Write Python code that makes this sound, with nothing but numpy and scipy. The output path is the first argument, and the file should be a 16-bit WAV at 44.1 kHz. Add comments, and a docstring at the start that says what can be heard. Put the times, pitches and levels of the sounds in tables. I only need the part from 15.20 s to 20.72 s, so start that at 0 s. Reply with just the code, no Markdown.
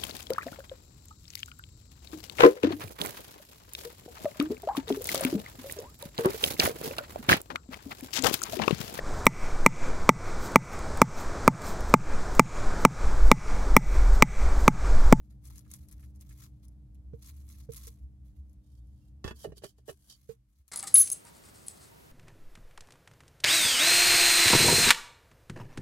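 """In a cage, a dwarf hamster noses through dry wood shavings, close to a hand-held phone.
Filtered grain noise makes the crackle, and short noise bursts the snaps and crunches of the shavings.
The animal also bumps a plastic sand bath: decaying modes clatter and knock, and friction noise scrapes.
Now and then the cage floor gives a hollow tap, from modes and a low thud.
Underneath lies a low, throbbing hum of drone, rumble and mains tones; it sinks towards the end."""
import sys
import numpy as np
from scipy import signal
from scipy.fft import rfft, irfft, next_fast_len
from scipy.io import wavfile
from scipy.ndimage import uniform_filter1d

SR = 44100
rng = np.random.default_rng(int(sys.argv[2]) if len(sys.argv) > 2 else 0)


def generate_wav(signal):
    """Clip the signal to [-1, 1] and save it as 16-bit WAV at the path in sys.argv[1]."""
    frames = np.transpose(np.atleast_2d(signal))
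    scaled = np.clip(frames, -1, 1) * 32767
    pcm = np.round(scaled).astype(np.int16)
    wavfile.write(sys.argv[1], SR, pcm)


N = 243252
T = np.arange(N) / SR  # s

# In all tables level_db is relative within the layer, and pan_db is left minus right.
# gain of the whole hum, nearly steady and then sinking: time_s, gain_db
HUM_LEVEL = [(0, -0.5), (.5, 2), (1.6, 0), (2.5, -0.5), (3.4, -2.5), (4.1, -1.5), (4.6, -11), (5.1, -13),
             (5.52, -23)]
# strongest surges of the drone: crest_s, length_s, lift_db
SURGES = [(0.617, 0.078, 4), (0.765, 0.057, 6), (1.474, 0.052, 6), (1.866, 0.057, 9), (2.37, 0.21, 5.5),
          (2.667, 0.13, 8), (2.841, 0.083, 12), (3.199, 0.075, 13.5), (3.682, 0.24, 5), (5.205, 0.027, 6.5),
          (5.407, 0.037, 16)]
# mains tones in the hum: pitch_hz, level_db
MAINS_TONES = [(200, -70), (300, -74)]
# outline of the rumble: freq_hz, density_db (per Hz)
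RUMBLE_COLOUR = [(20, -34.5), (35, -8.5), (50, 0.5), (70, -6.5), (88, 0.5), (105, -4), (125, 5.5),
                 (160, -10), (230, -14), (320, -23.5), (420, -29), (700, -34.5), (1300, -47.5),
                 (3000, -65.5)]

# three tables of blows: on the bath's loose lid; paws knocking on its wall;
# the cage floor flexing under a step, mostly before the clatter. Columns:
# start_s, level_db, thud_db (beside the ring), brightness_db (per octave), contact_s (onset softness), pan_db
LID_CLATTER = [(4.042, -38.5, -17, 4.5, 0.0014, -5), (4.047, -31.5, 6.5, -4.5, 0.0026, -11.5),
               (4.061, -38, -12, 0, 0.013, -11), (4.0755, -30.5, -3, 3.5, 0.019, -3),
               (4.087, -42, -13, 0, 0.018, -24), (4.108, -33, -6, -1.5, 0.0044, -4.5)]
WALL_KNOCKS = [(4.244, -39, -10, 2.5, 0.0018, -8.5), (4.248, -30, -29, -5, 0.002, -2.5),
               (4.271, -45.5, 10.5, -7, .004, -5), (4.29, -52, 16, -17, 0.014, -1),
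               (4.301, -46, 7, -4, 0.011, -8), (4.3205, -45, 4, -1, 0.0019, -4),
               (4.368, -57.5, -14, -23, 0.024, -9), (4.419, -44, -19, 1.5, 0.027, -6),
               (4.436, -33.5, -19, -1.5, 0.0045, 0.5), (4.441, -35, -36, 2, 0.0071, -12),
               (4.5845, -52.5, -28, -2, .003, -2.5), (4.681, -34.5, -15, -1.5, 0.011, -5),
               (4.686, -32.5, -15, -0.5, 0.012, -8), (4.692, -31, -23, 1, 0.013, -4)]
FLOOR_TAPS = [(1.934, -50, 14, 3, 0.012, -22), (2.490, -43.5, 9.5, 3.5, 0.014, -18),
              (2.67, -60, -15, -3, 0.012, -20), (5.091, -36.5, -4, 6.5, 0.033, -17)]
# modes that each part rings with: pitch_hz, level_db, t60_s
LID_MODES = [(224.6, -11, 0.23), (315, -2.5, 0.071), (379, 4, 0.053), (440, -9.5, 0.14), (600, -2, 0.033),
             (670, -6, 0.038), (860, -2, 0.032), (1003, -4.5, 0.067), (1174, -2.5, 0.072),
             (1430, -8, 0.034), (1470, -5, 0.082), (1653, -5, 0.089), (1815, 0.5, 0.066),
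             (2200, -17, 0.023), (2620, -6, 0.077), (2970, -7, 0.055), (3373, -2.5, 0.068),
             (4500, -9, 0.042), (5010, -9.5, 0.048), (5250, -12, 0.048), (6580, -18, 0.089)]
WALL_MODES = [(339.3, -5, 0.076), (395.3, -2, 0.097), (448, 2.5, 0.046), (583, -0.5, 0.043),
              (644, -2, 0.054), (714, -3.5, 0.026), (797, -6, 0.024), (1020, -17, 0.03), (1160, -15, 0.036),
              (1643, -10.5, 0.048), (1810, -10.5, 0.054), (2535, -19.5, 0.086), (2935, -11, 0.075),
              (4000, -19.5, 0.068)]
FLOOR_MODES = [(456.3, 19, 0.082), (415, -2, .04), (680, -4, 0.021), (1550, -12.5, 0.044),
               (1760, -23, 0.046), (2350, -26, 0.082), (6020, -26, 0.025)]
# outline of the scuff at the contact: freq_hz, density_db (per Hz)
CONTACT_COLOUR = [(200, 5.5), (700, -6), (1200, -12.5), (3000, -18.5), (6000, -19.5), (11000, -29),
                  (16000, -35)]

# fur and claws scraping along the bath:
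# start_s, length_s, level_db, swell_db (change over the scrape), pan_db, shell_ring_db
SCRAPES = [(3.439, .15, -77.5, 4.5, -4.5, -4.5), (3.632, 0.26, -81.5, 7.5, -4, -4),
           (4.049, 0.052, -59.5, -3, -3, 1), (4.151, 0.087, -57, 14.5, -3, -7),
           (4.26, 0.042, -76, 2, 3, -12), (4.369, 0.0095, -56, -3, -4, 0.5),
           (4.438, 0.057, -57, -10.5, -1, 0.5), (4.583, .004, -69.5, -6, 1, 1),
           (4.664, 0.012, -61, 9, 6, -20), (4.685, 0.029, -54.5, -1, 4.5, -19),
           (4.757, 0.13, -68.5, 12, 1.5, -20), (4.901, 0.042, -60.5, -13.5, -4, 9.5)]
# faint squeaks of the shell as the animal leans on it: start_s, length_s, level_db, pitch_hz
SQUEAKS = [(3.423, 0.207, -93, 3660), (3.82, 0.077, -91, 2765)]
# upper resonances of the shell under friction: pitch_hz, width_hz, level_db
SHELL_RESONANCES = [(3100, 98, 1), (3260, 110, 4), (3800, 190, 7), (4570, 130, 13), (5190, 530, 3.5),
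                    (6600, 260, 0.5)]
# outline of the friction: freq_hz, density_db (per Hz)
SLIDE_COLOUR = [(300, -1), (700, -5), (1600, -9), (2650, -16), (3000, -4), (3700, -7.5), (4500, -7.5),
                (6500, -3.5), (9000, -3), (11500, 0), (13500, -9.5), (16000, -8)]

# paws and snout pushing through the shavings: start_s, length_s, level_db, swell_db (change over the push), pan_db
PUSHES = [(0.007, 0.061, -80.5, 2, 2), (0.109, 0.033, -74.5, -11, 5), (.228, 0.018, -68, 4, 3),
          (0.252, 0.031, -57.5, 2, 2), (0.304, 0.037, -60, -8, 2), (0.355, 0.032, -56, 3.5, 1.5),
          (0.437, 0.06, -71, -1, 1), (0.502, 0.053, -55.5, 3.5, 1), (.565, 0.083, -67.5, 3, 2.5),
          (0.691, .005, -65.5, -9, 3), (0.717, 0.011, -55, -9, 2.5), (0.767, 0.069, -66, 2, 0.5),
          (0.839, 0.061, -70.5, -8, 1), (0.956, .005, -68, -2, 2), (1.012, .014, -59.5, -7, -1),
          (1.044, 0.05, -68, 4, 1), (1.097, 0.065, -63, -6, 2), (1.18, 0.079, -56, 2, 3),
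          (1.32, 0.21, -84, 0, 5), (1.438, 0.0073, -64.5, -1, 1), (1.755, 0.0033, -75, -11, -2),
          (1.944, 0.078, -75, 5, 1), (2.026, 0.068, -53.5, 5.5, 0.5), (2.146, 0.072, -63.5, -1.5, -1),
          (2.24, 0.028, -70.5, 8, 2), (2.28, 0.047, -59, 0, -1), (2.336, 0.079, -61, 3, 1),
          (2.434, 0.023, -66.5, -2, 1), (2.516, 0.028, -52.5, 4, 1.5), (2.563, 0.011, -46.5, 0, -1),
          (2.581, 0.1, -53, 5.5, -1), (2.716, 0.12, -73, -9, 0), (3.056, 0.058, -73.5, -6.5, 0),
          (3.158, 0.034, -76, -3, -6), (3.26, 0.081, -81, 0, 3), (4.95, .13, -70, -1.5, 0.5),
          (5.094, 0.045, -63.5, -9.5, -1.5), (5.286, .125, -80, 5.5, 3.5), (5.486, 0.0038, -64, -6, 4)]
# single shavings snapping: start_s, level_db, pan_db
SNAPS = [(0.254, -42, 13), (0.2715, -39.5, -1), (0.2764, -41.5, 7), (0.3053, -42, 12), (0.3595, -43, 13),
         (0.3811, -34, -1), (0.392, -38.5, 11.5), (0.5146, -29, 3), (0.5377, -29, 6), (0.5458, -36.5, -1),
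         (0.564, -43, -2), (0.6863, -43, 12), (0.713, -39.5, 9), (0.726, -36, 4), (0.8276, -50, -4),
         (0.9602, -49.5, 3), (1.0103, -39, 11), (1.2207, -45, 7), (1.2357, -47, 9), (1.452, -51, 8),
         (1.483, -46.5, 9), (1.747, -52.5, 7), (2.0244, -43, -8), (2.062, -39, 5), (2.29, -40, -4),
         (2.308, -45, 4), (2.32, -44, 3), (2.5228, -36.5, 0), (2.5356, -32.5, -3), (2.567, -30, -2),
         (2.584, -40, -4), (2.67, -30.5, 0), (2.7401, -57, 6.5), (3.296, -57, 3), (3.3313, -53.5, 6),
         (3.6718, -58.5, 4), (4.4433, -35.5, -10), (4.904, -54, -3), (5.129, -50, 5), (5.48, -45, 12)]
# thick flakes crushed under a paw: start_s, level_db, pitch_hz
CRUNCHES = [(.115, -75, 1680), (0.297, -58, 1010), (.38, -74, 1120), (0.444, -67.5, 2060),
            (.458, -65, 1240), (.635, -74, 2020), (0.726, -69, 1380), (0.788, -63, 1610),
            (0.826, -60.5, 1840), (1.011, -68, 1830), (1.103, -56.5, 1900), (1.214, -59.5, 1510),
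            (1.253, -66, 1130), (2.09, -61, 2160), (2.338, -65, 2250)]
# outlines of the crackle and of one snap: freq_hz, density_db (per Hz)
SHAVINGS_COLOUR = [(410, -38), (700, -29), (1060, -3.5), (1300, -9.5), (2190, -5), (2990, -8), (3940, -3),
                   (5690, -4), (6230, 0.5), (8100, -4.5), (11500, 2.5), (15200, -7.5), (16000, -5)]
SNAP_COLOUR = [(300, -26), (800, -11), (2000, -14), (3500, -18), (5500, 1), (8000, 1.5), (11000, 5),
               (13500, -5.5), (16000, -12)]

DRONE_HZ, DRONE_DB, RUMBLE_DB = 65.1, -52.5, -56.5  # levels before the hum's own gain
THROB_DEPTH, THROB_PER_S, WAVER_HZ = 0.53, 22, 5
MAINS_DB, MAINS_SINK = 3, 1.01  # gain of the mains tones; dB they move per dB of the hum
HISS_DB, HISS_SINK = -84, 0.15  # level at a hum gain of 0 dB; dB the hiss moves per dB of the hum
# times to rise before a movement, and to settle after it, by 60 dB
PUSH_ATTACK_S, PUSH_RELEASE_S = 0.0546, 0.1001
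SCRAPE_ATTACK_S, SCRAPE_RELEASE_S = 0.03731, 0.1001
SQUEAK_WIDTH_HZ = 49
CATCH_DB, CATCHES_PER_S = 1.35, 110
TOP_HZ = 15900


def undb(db):
    """Turn decibels into gain."""
    return 10 ** (np.asarray(db) / 20)


def unit(x):
    """Scale to rms 1."""
    return x / np.sqrt(np.mean(x ** 2))


def curve(rows):
    """Join (time, value) rows by straight lines."""
    return np.interp(T, *np.transpose(rows))


def walk(rate):
    """Drift in straight slides between random levels, rate of them a second; spread near 1."""
    k = int(SR / rate)
    levels = np.repeat(rng.standard_normal(N // k + 1), k)
    return 1.2 * uniform_filter1d(levels, k)[:N]


def fade(t, t60):
    """Decay exponentially, 60 dB down after t60."""
    return np.exp(-np.log(1000) * t / t60)


def pan(db):
    """Left and right gains for a level difference."""
    return undb(np.array([[0.5], [-0.5]]) * db)


def add(out, s, sound):
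    """Mix a stereo sound in at a time."""
    i = int(s * SR)
    out[:, i:i + sound.shape[1]] += sound[:, :N - i]


def band(x, hz, width):
    """Resonate with gain 1 at the centre."""
    return signal.lfilter(*signal.iirpeak(hz, hz / width, fs=SR), x)


def colour(x, points):
    """Filter to a (Hz, dB) outline in minimum phase, so that nothing sounds before its onset."""
    n = 2 * next_fast_len(x.shape[-1])
    hz, db = np.transpose(points)
    bins_hz = np.arange(n // 2 + 1) * SR / n
    gain = undb(np.interp(np.log(bins_hz + 1), np.log(hz), db))
    # folding the cepstrum onto positive time gives minimum phase
    cepstrum = irfft(np.log(gain))
    cepstrum[1:n // 2] *= 2
    cepstrum[n // 2 + 1:] = 0
    return irfft(rfft(x, n) * np.exp(rfft(cepstrum)))[..., :x.shape[-1]]


def cage(x, wet_db, t60):
    """Add dense decaying reflections from the cage walls, different at each microphone."""
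    t = T[:SR // 5]
    echoes = rng.standard_normal((2, len(t))) * fade(t, t60) * (t > 0.001)
    echoes *= undb(wet_db) / np.sqrt(np.sum(echoes ** 2, axis=1, keepdims=True))
    return x + signal.fftconvolve(x, echoes, axes=1)[:, :N]


def grains(rate, spread_db, t60):
    """Tiny fractures of very uneven size, each a short burst; the slow level stays even."""
    sizes = undb(spread_db * np.minimum(rng.exponential(size=N), 5))
    hits = (rng.random(N) < rate / SR) * sizes
    power = signal.fftconvolve(hits ** 2, fade(T[:SR // 20], t60) ** 2)[:N]
    power = np.abs(power) + 1e-9
    slow_power = uniform_filter1d(power, size=2200)
    return np.sqrt(power / slow_power) * rng.standard_normal((2, N))


def stroke(s, length, swell_db, attack, release):
    """Gain of one movement: a quick rise, a hold that swells or eases, then settling."""
    held = np.clip((T - s) / max(length, 0.001), 0, 1)
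    outside = np.maximum(s - T, 0) / attack + np.maximum(T - s - length, 0) / release
    return undb(swell_db * (held - 0.5)) * fade(np.minimum(outside, 2 / 0.91), 1)


def room():
    """A low drone that throbs and wavers over a soft rumble, with mains tones and a faint hiss."""
    hum_db = curve(HUM_LEVEL)
    surge_db = sum(db * np.exp(-(2 * (T - s) / length) ** 2) for s, length, db in SURGES)
    # the throb at times dips almost to nothing; a surge evens it out
    throb = 1 + THROB_DEPTH * walk(THROB_PER_S) * undb(-surge_db)
    phase = 2 * np.pi * np.cumsum(DRONE_HZ + WAVER_HZ * walk(22)) / SR
    # the two channels drift a little out of step
    drift = 0.14 * np.array([walk(9.2), walk(25)])
    drone = unit(np.sin(phase + drift)) * throb * undb(DRONE_DB + hum_db + surge_db)
    # the rumble is nearly alike in both channels
    rumble = rng.standard_normal(N) + undb(-7) * rng.standard_normal((2, N))
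    rumble = unit(colour(rumble, RUMBLE_COLOUR)) * undb(RUMBLE_DB + hum_db)
    tones = sum(undb(db) * unit(np.sin(2 * np.pi * hz * T + rng.uniform(0, 2 * np.pi)))
                for hz, db in MAINS_TONES)
    tones = tones * undb(MAINS_DB + MAINS_SINK * hum_db)
    hiss_colour = [(300, 10.5), (1000, 2.5), (3000, -0.5), (7000, -2), (12000, -2.0), (16000, -12)]
    hiss = unit(colour(rng.standard_normal((2, N)), hiss_colour))
    return drone + rumble + tones + hiss * undb(HISS_DB + HISS_SINK * hum_db)


def blows(rows, modes, scatter, contact_db, contact_t60, thud_hz, thud_t60):
    """Each blow rings the part's modes, scuffs at the contact and shakes the cage base."""
    out, t = np.zeros((2, N)), T[:SR // 3]
    hz, mode_db, t60 = np.transpose(modes)[:, :, None]
    for s, db, thud_db, bright_db, contact_s, pan_db in rows:
        # every blow lands on another spot, which shifts and reweights the modes
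        shift, weight, phase, skew = rng.standard_normal((4, *hz.shape))
        turn = 2 * np.pi * (hz * (1 + scatter * shift) * t + phase)
        sizes = undb(mode_db + bright_db * np.log2(hz / 500) + 0.5 * weight) * fade(t, t60)
        # the higher modes buzz against the contact and reach the two microphones out of step
        height = np.minimum(hz / 1500, 1) ** 2
        buzz = unit(uniform_filter1d(rng.standard_normal(turn.shape), size=260))
        ring = np.array([np.sum(sizes * np.sin(turn + height * (0.55 * buzz + side * skew)), axis=0)
                         for side in (1, -1)])
        # the scuff is wider in stereo towards the treble
        common, apart = rng.standard_normal((2, len(t))) * fade(t, contact_t60)
        apart = colour(apart, [(200, -15.5), (1500, 7.0)])
        scuff = colour(np.array([common + apart, common - apart]), CONTACT_COLOUR)
        scuff *= undb(contact_db + 2 * bright_db) / np.abs(scuff).max()
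        body = (ring / np.abs(ring).max() + scuff) * (1 - fade(t, contact_s))
        thud = np.sin(2 * np.pi * thud_hz * t) * fade(t, thud_t60) * (1 - fade(t, 0.0016))
        thud *= undb(thud_db)
        add(out, s, undb(db) * (body * pan(pan_db) + thud * pan(pan_db / 2)))
    return out


def furniture():
    """The cage floor, the bath's wall and its lid, each with its own ring, inside the cage."""
    floor = blows(FLOOR_TAPS, FLOOR_MODES, scatter=0.0033, contact_db=-29.5, contact_t60=0.12,
                  thud_hz=124, thud_t60=0.046)
    wall = blows(WALL_KNOCKS, WALL_MODES, scatter=0.011, contact_db=-8.5, contact_t60=0.068,
                 thud_hz=130, thud_t60=0.033)
    lid = blows(LID_CLATTER, LID_MODES, scatter=0.0034, contact_db=-1.5, contact_t60=0.031,
                thud_hz=90, thud_t60=0.065)
    return cage(lid + wall + floor, wet_db=-5.5, t60=0.052)


def sliding():
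    """Fine friction on thin plastic, coloured by the shell's upper resonances, with faint squeaks."""
    friction = unit(colour(grains(rate=800, spread_db=3.0, t60=0.012), SLIDE_COLOUR))
    shell = sum(undb(db + 2 * walk(25)) * band(friction, hz, width) for hz, width, db in SHELL_RESONANCES)
    scrapes, squeaks = np.zeros((2, N)), np.zeros((2, N))
    for s, length, db, swell, pan_db, ring_db in SCRAPES:
        gain = stroke(s, length, swell, SCRAPE_ATTACK_S, SCRAPE_RELEASE_S) * undb(db - 6.5)
        scrapes += (friction + shell * undb(ring_db)) * gain * pan(pan_db)
    for s, length, db, hz in SQUEAKS:
        tone = unit(band(band(friction, hz, SQUEAK_WIDTH_HZ), hz, SQUEAK_WIDTH_HZ))
        squeaks += tone * stroke(s, length, 0, SCRAPE_ATTACK_S, SCRAPE_RELEASE_S) * undb(db)
    return cage(scrapes, wet_db=1.5, t60=0.032) + squeaks


def patchy(x, patchy_db, rate, tilt_db):
    """Other flakes take over from moment to moment: each half octave swells alone; tilt is per half octave."""
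    size = next_fast_len(N)
    spectrum = rfft(x, size)
    hz = np.clip(np.linspace(0, SR / 2, spectrum.shape[1]), 700, 15800)
    place = 2 * np.log2(hz / 5600)  # half octaves from the pivot
    out = np.zeros((2, N))
    for k in range(-6, 4):
        part = irfft(spectrum * np.maximum(1 - np.abs(place - k), 0), size)[:, :N]
        out += part * undb(patchy_db * walk(rate) + tilt_db * k)
    return out


def crackling():
    """Many small fractures as shavings rub and crack under each push."""
    power = sum((stroke(s, length, swell, PUSH_ATTACK_S, PUSH_RELEASE_S) * undb(db) * pan(pan_db)) ** 2
                for s, length, db, swell, pan_db in PUSHES)
    effort = np.sqrt(power)
    effort_db = 20 * np.log10(effort.mean(axis=0) + 1e-5)
    crackle = unit(colour(grains(rate=600, spread_db=2.5, t60=0.0032), SHAVINGS_COLOUR))
    # gentle brushing is duller than hard digging
    crackle = patchy(crackle, patchy_db=1.24, rate=35, tilt_db=0.015 * (effort_db + 28))
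    # the flakes catch and give, so a push is never even
    return crackle * effort * undb(-5.5 + CATCH_DB * walk(CATCHES_PER_S))


def cracking():
    """Larger shavings snap in a brief noise burst; thick ones crunch at their own pitch."""
    cracks, t = np.zeros((2, N)), T[:SR // 16]
    for s, db, pan_db in SNAPS:
        burst = colour(rng.standard_normal((2, len(t))) * fade(t, 0.0069), SNAP_COLOUR)
        add(cracks, s, burst / np.abs(burst).max() * undb(db - 3.5) * pan(pan_db))
    for s, db, hz in CRUNCHES:
        # the flake gives way gradually
        burst = rng.standard_normal((2, len(t))) * fade(t, 0.05) * (1 - fade(t, 1 / 30)) ** 2
        burst = band(band(burst, hz, 0.71 * hz), hz, 0.71 * hz)
        add(cracks, s, burst / np.abs(burst).max() * undb(db))
    return cracks


def bedding():
    """The shavings under the animal, with the cage's reflections."""
    return cage(crackling(), wet_db=0, t60=0.038) + cage(cracking(), wet_db=-4.5, t60=0.034)


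def scene():
    """Everything heard at the cage, from the hum up to the shavings."""
    return room() + furniture() + sliding() + bedding()


def record(dry):
    """The phone sheds the deepest bass and cuts the top."""
    lean = signal.sosfilt(signal.butter(2, 38, "highpass", fs=SR, output="sos"), dry)
    return signal.sosfilt(signal.ellip(8, 0.2, 70, TOP_HZ, fs=SR, output="sos"), lean)


dry = scene()
out = record(dry)
generate_wav(out)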